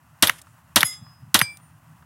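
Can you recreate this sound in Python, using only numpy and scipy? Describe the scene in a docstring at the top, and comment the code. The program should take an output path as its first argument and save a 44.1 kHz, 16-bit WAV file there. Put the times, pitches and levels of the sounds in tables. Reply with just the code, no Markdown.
"""Three pistol shots on an open field, close to the microphone, over low wind rumble and distant rustle.
Each shot is a bright crack, the muzzle blast, the slide hitting its stop, a round feeding and the slide
slamming shut: enveloped bursts of coloured noise plus sine swings that sink in pitch.
Thin metal rings, probably the spinning cases, follow the last two shots as decaying pairs of beating sines.
Swishes, clicks, knocks and wind buffets are small noise bursts."""
import sys
import numpy as np
from scipy import signal
from scipy.fft import rfft, irfft
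from scipy.io import wavfile

SR = 44100
rng = np.random.default_rng(int(sys.argv[2]) if len(sys.argv) > 2 else 0)


def to_wav(s):
    """Save 16-bit WAV."""
    ch = np.atleast_2d(s).T  # columns
    pcm = np.round(np.clip(ch, -1, 1) * 32767)  # PCM
    wavfile.write(sys.argv[1], SR, pcm.astype(np.int16))


N = 90404
t = np.arange(N) / SR  # s


def undb(db):
    """Decibels to amplitude gain."""
    return 10 ** (np.asarray(db) / 20)


def noise(colour, peaks=(), skirt_db_per_octave=24):
    """Noise of rms 1 shaped by a spectrum and resonances, with skirts falling off outside the spectrum."""
    hz, db = np.array(colour, float).T
    freqs_hz = np.maximum(np.fft.rfftfreq(N, 1 / SR), 1)
    octave, points = np.log2(freqs_hz), np.log2(hz)
    curve_db = np.interp(octave, points, db)
    octaves_outside = abs(octave - np.clip(octave, points[0], points[-1]))
    curve_db -= skirt_db_per_octave * octaves_outside
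    for centre_hz, width_hz, gain_db in peaks:
        curve_db += gain_db / (1 + (2 * (freqs_hz - centre_hz) / width_hz) ** 2)
    shaped = irfft(rfft(rng.standard_normal(N)) * undb(curve_db), N)
    return shaped / shaped.std()


def envelope(start_s, attack_s, hold_s, t60_s):
    """Straight rise, hold, exponential fall of 60 dB per t60."""
    age_s = t - start_s
    rise = np.clip(age_s / attack_s, 0, 1)
    fall_s = np.maximum(age_s - attack_s - hold_s, 0)
    return rise * np.exp(-np.log(1000) * fall_s / t60_s)


def burst(sound, start_s, attack_s, hold_s, t60_s, db):
    """A stretch of sound under one envelope."""
    return sound * envelope(start_s, attack_s, hold_s, t60_s) * undb(db)


def field():
    """Wind rumbles and buffets the microphone; far-off rustle and a faint low hum waver a little."""
    # rustle spectrum before tilt: (frequency [Hz], level [dB])
    rustle_spectrum = [(250, -58), (420, -28), (615, -8), (1060, -1), (1990, -9), (2240, -17), (2650, -11),
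                       (3710, -22), (9250, -17), (16000, -19)]
    # rumble spectrum: (frequency [Hz], level [dB])
    rumble_spectrum = [(30, -40), (52, -34), (72, -1), (105, 0), (135, -2), (158, 0), (185, -11),
                       (260, -16), (380, -29)]
    # wind buffets: (time [s], attack [s], hold [s], t60 [s], level [dB])
    buffets = [(.96, .015, .02, .12, -48), (1.012, .006, .008, .06, -41), (1.212, .015, .008, .1, -41),
               (1.26, .01, .02, .12, -48), (1.885, .015, .02, .25, -50)]
    # buffet spectrum: (frequency [Hz], level [dB])
    buffet_spectrum = [(50, -30), (80, -6), (150, 0), (210, -12), (350, -36)]
    rustle_db, rustle_wander_rms_db = -60, 1
    tilt_db_per_octave, pivot_hz = -.8, 2000
    rumble_start_db, rumble_rise_db_per_s = -57, 1.5
    hum_hz, hum_db, hum_waver_rms_db = 157, -62, 3
    wander_spectrum = [(2, 0), (8, -4), (25, -14)]  # (frequency [Hz], level [dB])

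    tilted = [(hz, db + tilt_db_per_octave * np.log2(hz / pivot_hz)) for hz, db in rustle_spectrum]
    rustle = noise(tilted) * undb(rustle_db + rustle_wander_rms_db * noise(wander_spectrum))
    rumble = noise(rumble_spectrum) * undb(rumble_start_db + rumble_rise_db_per_s * t)
    hum_level_db = hum_db + hum_waver_rms_db * noise(wander_spectrum)
    hum = np.sin(2 * np.pi * hum_hz * t) * undb(hum_level_db)
    buffet = noise(buffet_spectrum)
    return rustle + rumble + hum + sum(burst(buffet, *row) for row in buffets)


def small_sounds():
    """Noise bursts: grassy swishes, trigger and gear clicks, the click of a case being stopped, faint knocks, a
    soft hiss after the first shot."""
    # hisses like brass skimming dry grass: (time [s], attack [s], hold [s], t60 [s], level [dB])
    swishes = [(.30, .01, .06, .13, -52), (.378, .008, .006, .04, -48), (.842, .012, .01, .2, -42),
               (.915, .015, .01, .14, -50), (1.42, .01, .01, .3, -57)]
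    # clicks of trigger and gear, and the touch that stops the second case: (time [s], level [dB])
    clicks = [(.4158, -43), (.419, -46), (1.5712, -39)]
    # faint knocks: (time [s], level [dB])
    knocks = [(.468, -49), (.872, -44), (1.063, -51), (1.599, -53), (2.024, -53)]
    # spectra of the four sounds: (frequency [Hz], level [dB])
    swish_spectrum = [(880, -34), (1500, -4), (1920, 0), (2410, -10), (3090, -2), (4460, -14), (5220, -7),
                      (6000, -10), (10500, -4), (14100, -18), (16000, -29)]
    click_spectrum = [(600, -16), (2000, -10), (3500, -3), (6000, -3), (9000, 2), (13000, -4), (16000, -14)]
    knock_spectrum = [(300, -30), (600, -14), (1100, 0), (1600, -6), (2500, -17), (5000, -30), (12000, -42)]
    hiss_spectrum = [(4000, -14), (7000, -2), (9000, 0), (12000, -10)]
    # (attack [s], hold [s], t60 [s])
    click_shape, knock_shape = (.0005, .001, .012), (.001, .003, .04)

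    swish, click, knock = noise(swish_spectrum), noise(click_spectrum), noise(knock_spectrum)
    out = burst(noise(hiss_spectrum), start_s=.435, attack_s=.03, hold_s=.04, t60_s=.4, db=-68)
    out += sum(burst(swish, *row) for row in swishes)
    out += sum(burst(click, time_s, *click_shape, db) for time_s, db in clicks)
    out += sum(burst(knock, time_s, *knock_shape, db) for time_s, db in knocks)
    return out


def case_ring(modes, start_s, attack_s, touch_s):
    """Thin brass rings in close pairs of modes that beat as it spins, until a touch damps the lower ones."""
    damped_below_hz, damped_t60_s = 8700, .07
    out = np.zeros(N)
    age_s = t - start_s
    damping = np.exp(-np.log(1000) * np.maximum(t - touch_s, 0) / damped_t60_s)
    for hz, db, hold_s, t60_s, beat_hz, depth in modes:
        pair = np.sin(2 * np.pi * hz * age_s) + depth * np.sin(2 * np.pi * (hz + beat_hz) * age_s)
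        pair /= np.hypot(1, depth)  # same power at any beat depth
        ring = burst(pair, start_s, attack_s, hold_s, t60_s, db)
        out += ring * damping if hz < damped_below_hz else ring
    return out


def ringing_cases():
    """Two cases ring, one after the second shot and one after the third."""
    # modes of each case: (frequency [Hz], level [dB], hold [s], t60 [s], beat [Hz], beat depth [0-1])
    modes_a = [(1240, -56, .05, .7, 3, .1), (2051, -41, .06, .17, 38, .6), (3391, -41, .02, .4, 8, .2),
               (3700, -52, .05, .35, 11, .3), (5055, -35, .085, .46, 3.03, .8),
               (5650, -50, .03, .25, 55, .7), (6320, -56, .09, .3, 17, .5), (6600, -48, .05, .2, 45, .6),
               (6804, -36, .02, .18, 60, .4), (7550, -46, .08, .27, 14, .6), (7830, -45, .02, .18, 65, .7),
               (8629, -38, .015, .18, 40, .5), (9292, -38, .02, .2, 30, .5), (10300, -41, .04, .28, 20, .4),
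               (11010, -21, .013, .03, 105, .5), (11130, -33, .03, .17, 70, .6),
               (12990, -46, .02, .2, 190, .8), (13640, -35, .01, .12, 70, .5),
               (15750, -57, .02, .35, 20, .3)]
    modes_b = [(1620, -41, .005, .16, 20, .2), (2342, -35.5, .088, .22, 2.7, .45),
               (3450, -56, .02, .5, 25, .5), (4910, -30.5, .02, .24, 3, .15), (6164, -34, .005, .11, 9, .2),
               (8290, -34, .012, .25, 9, .3), (9152, -57, .2, .45, 8.1, .7), (9437, -41, 0, .18, 8, .3),
               (9927, -24, .005, .06, 12, .2), (11260, -35, 0, .11, 15, .3), (13090, -62, .02, .6, 6, .3),
               (14470, -35, 0, .09, 12, .3), (15560, -62, .1, .6, 8, .4)]
    return (case_ring(modes_a, start_s=.841, attack_s=.014, touch_s=1.28)
            + case_ring(modes_b, start_s=1.4155, attack_s=.003, touch_s=1.571))


def stage(shape, colour, peaks, times_s, dbs):
    """One stage of the firing cycle, of set energy and nearly the same in every shot."""
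    likeness = .85  # share of the noise power that repeats from shot to shot
    delay_s, attack_s, hold_s, t60_s, stage_db = shape
    common, own = noise(colour, peaks), noise(colour, peaks)
    out = np.zeros(N)
    for start_s, shot_db in zip(times_s, dbs):
        env = envelope(start_s + delay_s, attack_s, hold_s, t60_s)
        aligned = np.roll(common, int(start_s * SR))
        sound = env * (np.sqrt(likeness) * aligned + np.sqrt(1 - likeness) * own)
        to_set_energy = np.sqrt(np.sum(env ** 2) / np.sum(sound ** 2))
        out += sound * undb(stage_db + shot_db) * to_set_energy
    return out


def swing(shot_s, shape, db):
    """A swing of pressure that sinks in pitch as it dies."""
    delay_s, first_hz, last_hz, glide_s, attack_s, hold_s, t60_s = shape
    start_s = shot_s + delay_s
    age_s = np.maximum(t - start_s, 0)
    turns = last_hz * age_s + (first_hz - last_hz) * glide_s * (1 - np.exp(-age_s / glide_s))
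    return burst(np.sin(2 * np.pi * turns), start_s, attack_s, hold_s, t60_s, db)


def pistol():
    """Crack and blast, the slide's trip back and forth ending in a clack and thump, and a faint field echo."""
    # shots: (time [s], level [dB], slide-stop level [dB], slam level [dB], thump level [dB])
    shots = [(.2239, 0, .5, -1, -38), (.7587, 0, 0, 1, -26), (1.3428, 0, -1, -1, -22.5)]
    # spectra of the stages: (frequency [Hz], level per Hz [dB])
    crack_spectrum = [(88, -47), (150, -17), (905, -16), (1940, -4), (3290, -1), (4320, -5), (6260, -2),
                      (7040, -11), (9080, 0), (9820, -7), (11300, -4), (14200, -10), (16000, -22)]
    blast_spectrum = [(47, -40), (80, -10), (227, -7), (527, -8), (980, 0), (1860, -2), (2490, -12),
                      (2660, -5), (3320, -2), (4230, -6), (4520, -10), (5770, -9), (6450, -15), (6890, -11),
                      (7700, -16), (8600, -12), (10700, -12), (13700, -17), (16000, -29)]
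    tail_spectrum = [(41, -35), (70, -5), (138, -4), (314, -8), (403, -14), (566, -4), (695, -6),
                     (1020, -1), (1170, -5), (1760, -3), (2170, -11), (2480, -7), (3490, -4), (4690, -13),
                     (11400, -10), (13300, -14), (16000, -29)]
    stop_spectrum = [(120, -56), (200, -26), (933, -17), (1810, -4), (2610, -12), (3310, -2), (5040, -5),
                     (7410, -20), (9750, -2), (10900, -5), (11700, 1), (13800, -9), (16000, -28)]
    feed_spectrum = [(120, -51), (200, -21), (1650, -1), (3070, -13), (3830, -12), (4600, -23), (5330, -20),
                     (7680, -32), (9750, -17), (16000, -34)]
    tick_spectrum = [(500, -12), (1200, -1), (3200, 1), (5000, -6), (7700, -10), (10500, -1), (14000, -5),
                     (16000, -8)]
    slam_spectrum = [(120, -55), (200, -25), (659, -15), (1910, 0), (2510, -7), (3130, -2), (3690, -11),
                     (4040, -11), (5130, -20), (6520, -15), (7680, -23), (11100, -12), (12600, -19),
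                     (14600, -20), (16000, -26)]
    echo_spectrum = [(100, -4), (250, 1), (450, -9), (700, -1), (1200, 0), (3000, -10), (5000, -18),
                     (9000, -15), (16000, -31)]
    # resonances of the blast: (frequency [Hz], width [Hz], gain [dB])
    blast_peaks = [(250, 70, 4), (430, 110, -9), (580, 80, 8), (660, 40, -3), (735, 40, 4), (900, 90, 5),
                   (1110, 70, 2), (1350, 70, 2), (1650, 300, -3), (3200, 900, 2)]
    # stages: (delay [s], attack [s], hold [s], t60 [s], level before the shot's own [dB])
    crack = (.0001, .0009, .0032, .005, -6)
    blast = (.0057, .0005, .0048, .062, -8.7)
    blast_tail = (.016, .004, .002, .2, -22.5)
    slide_stop = (.0474, .0014, .001, .007, -11.5)
    slide_rattle = (.050, .003, .003, .026, -21.5)
    feed = (.0585, .001, .004, .036, -26)
    slam_tick = (.0713, .0002, .0005, .005, -15)
    slam = (.0713, .0003, .0022, .012, -11)
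    slam_tail = (.075, .001, .001, .09, -32)
    field_echo = (.06, .03, .01, .65, -53)
    # swings: (delay [s], start [Hz], end [Hz], glide [s], attack [s], hold [s], t60 [s])
    push = (.001, 320, 110, .018, .005, .003, .07)
    clack = (.0714, 3000, 900, .0021, .0003, .0038, .003)
    thump = (.072, 210, 70, .015, .004, .004, .065)
    push_db, clack_db = -22, -8  # before the shot's own level

    times_s, dbs, stop_dbs, slam_dbs, _ = np.array(shots).T
    stages = [
        (crack, crack_spectrum, (), dbs),
        (blast, blast_spectrum, blast_peaks, dbs),
        (blast_tail, tail_spectrum, (), dbs),
        (slide_stop, stop_spectrum, (), stop_dbs),
        (slide_rattle, stop_spectrum, (), stop_dbs),
        (feed, feed_spectrum, (), dbs),
        (slam_tick, tick_spectrum, (), slam_dbs),
        (slam, slam_spectrum, (), slam_dbs),
        (slam_tail, slam_spectrum, (), slam_dbs),
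        (field_echo, echo_spectrum, (), dbs),
    ]
    out = sum(stage(shape, colour, peaks, times_s, levels) for shape, colour, peaks, levels in stages)
    for shot_s, db, _, slam_db, thump_db in shots:
        out += swing(shot_s, push, push_db + db)
        out += swing(shot_s, clack, clack_db + slam_db)
        out += swing(shot_s, thump, thump_db)
    return out


def scene():
    """Everything at one microphone."""
    return (field() + small_sounds() + ringing_cases() + pistol())[None]


def record(dry):
    """The recorder rounds the loudest peaks and cuts the deep bass and the top."""
    ceiling, low_cut_hz, top_hz = 1.15, 66, 16200
    low_cut = signal.butter(4, low_cut_hz, "high", fs=SR, output="sos")
    low_pass = signal.ellip(8, .2, 75, top_hz, fs=SR, output="sos")  # .2 dB ripple, 75 dB stopband
    rounded = ceiling * np.tanh(dry / ceiling)
    return signal.sosfilt(low_pass, signal.sosfilt(low_cut, rounded))


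dry = scene()
out = record(dry)
to_wav(out)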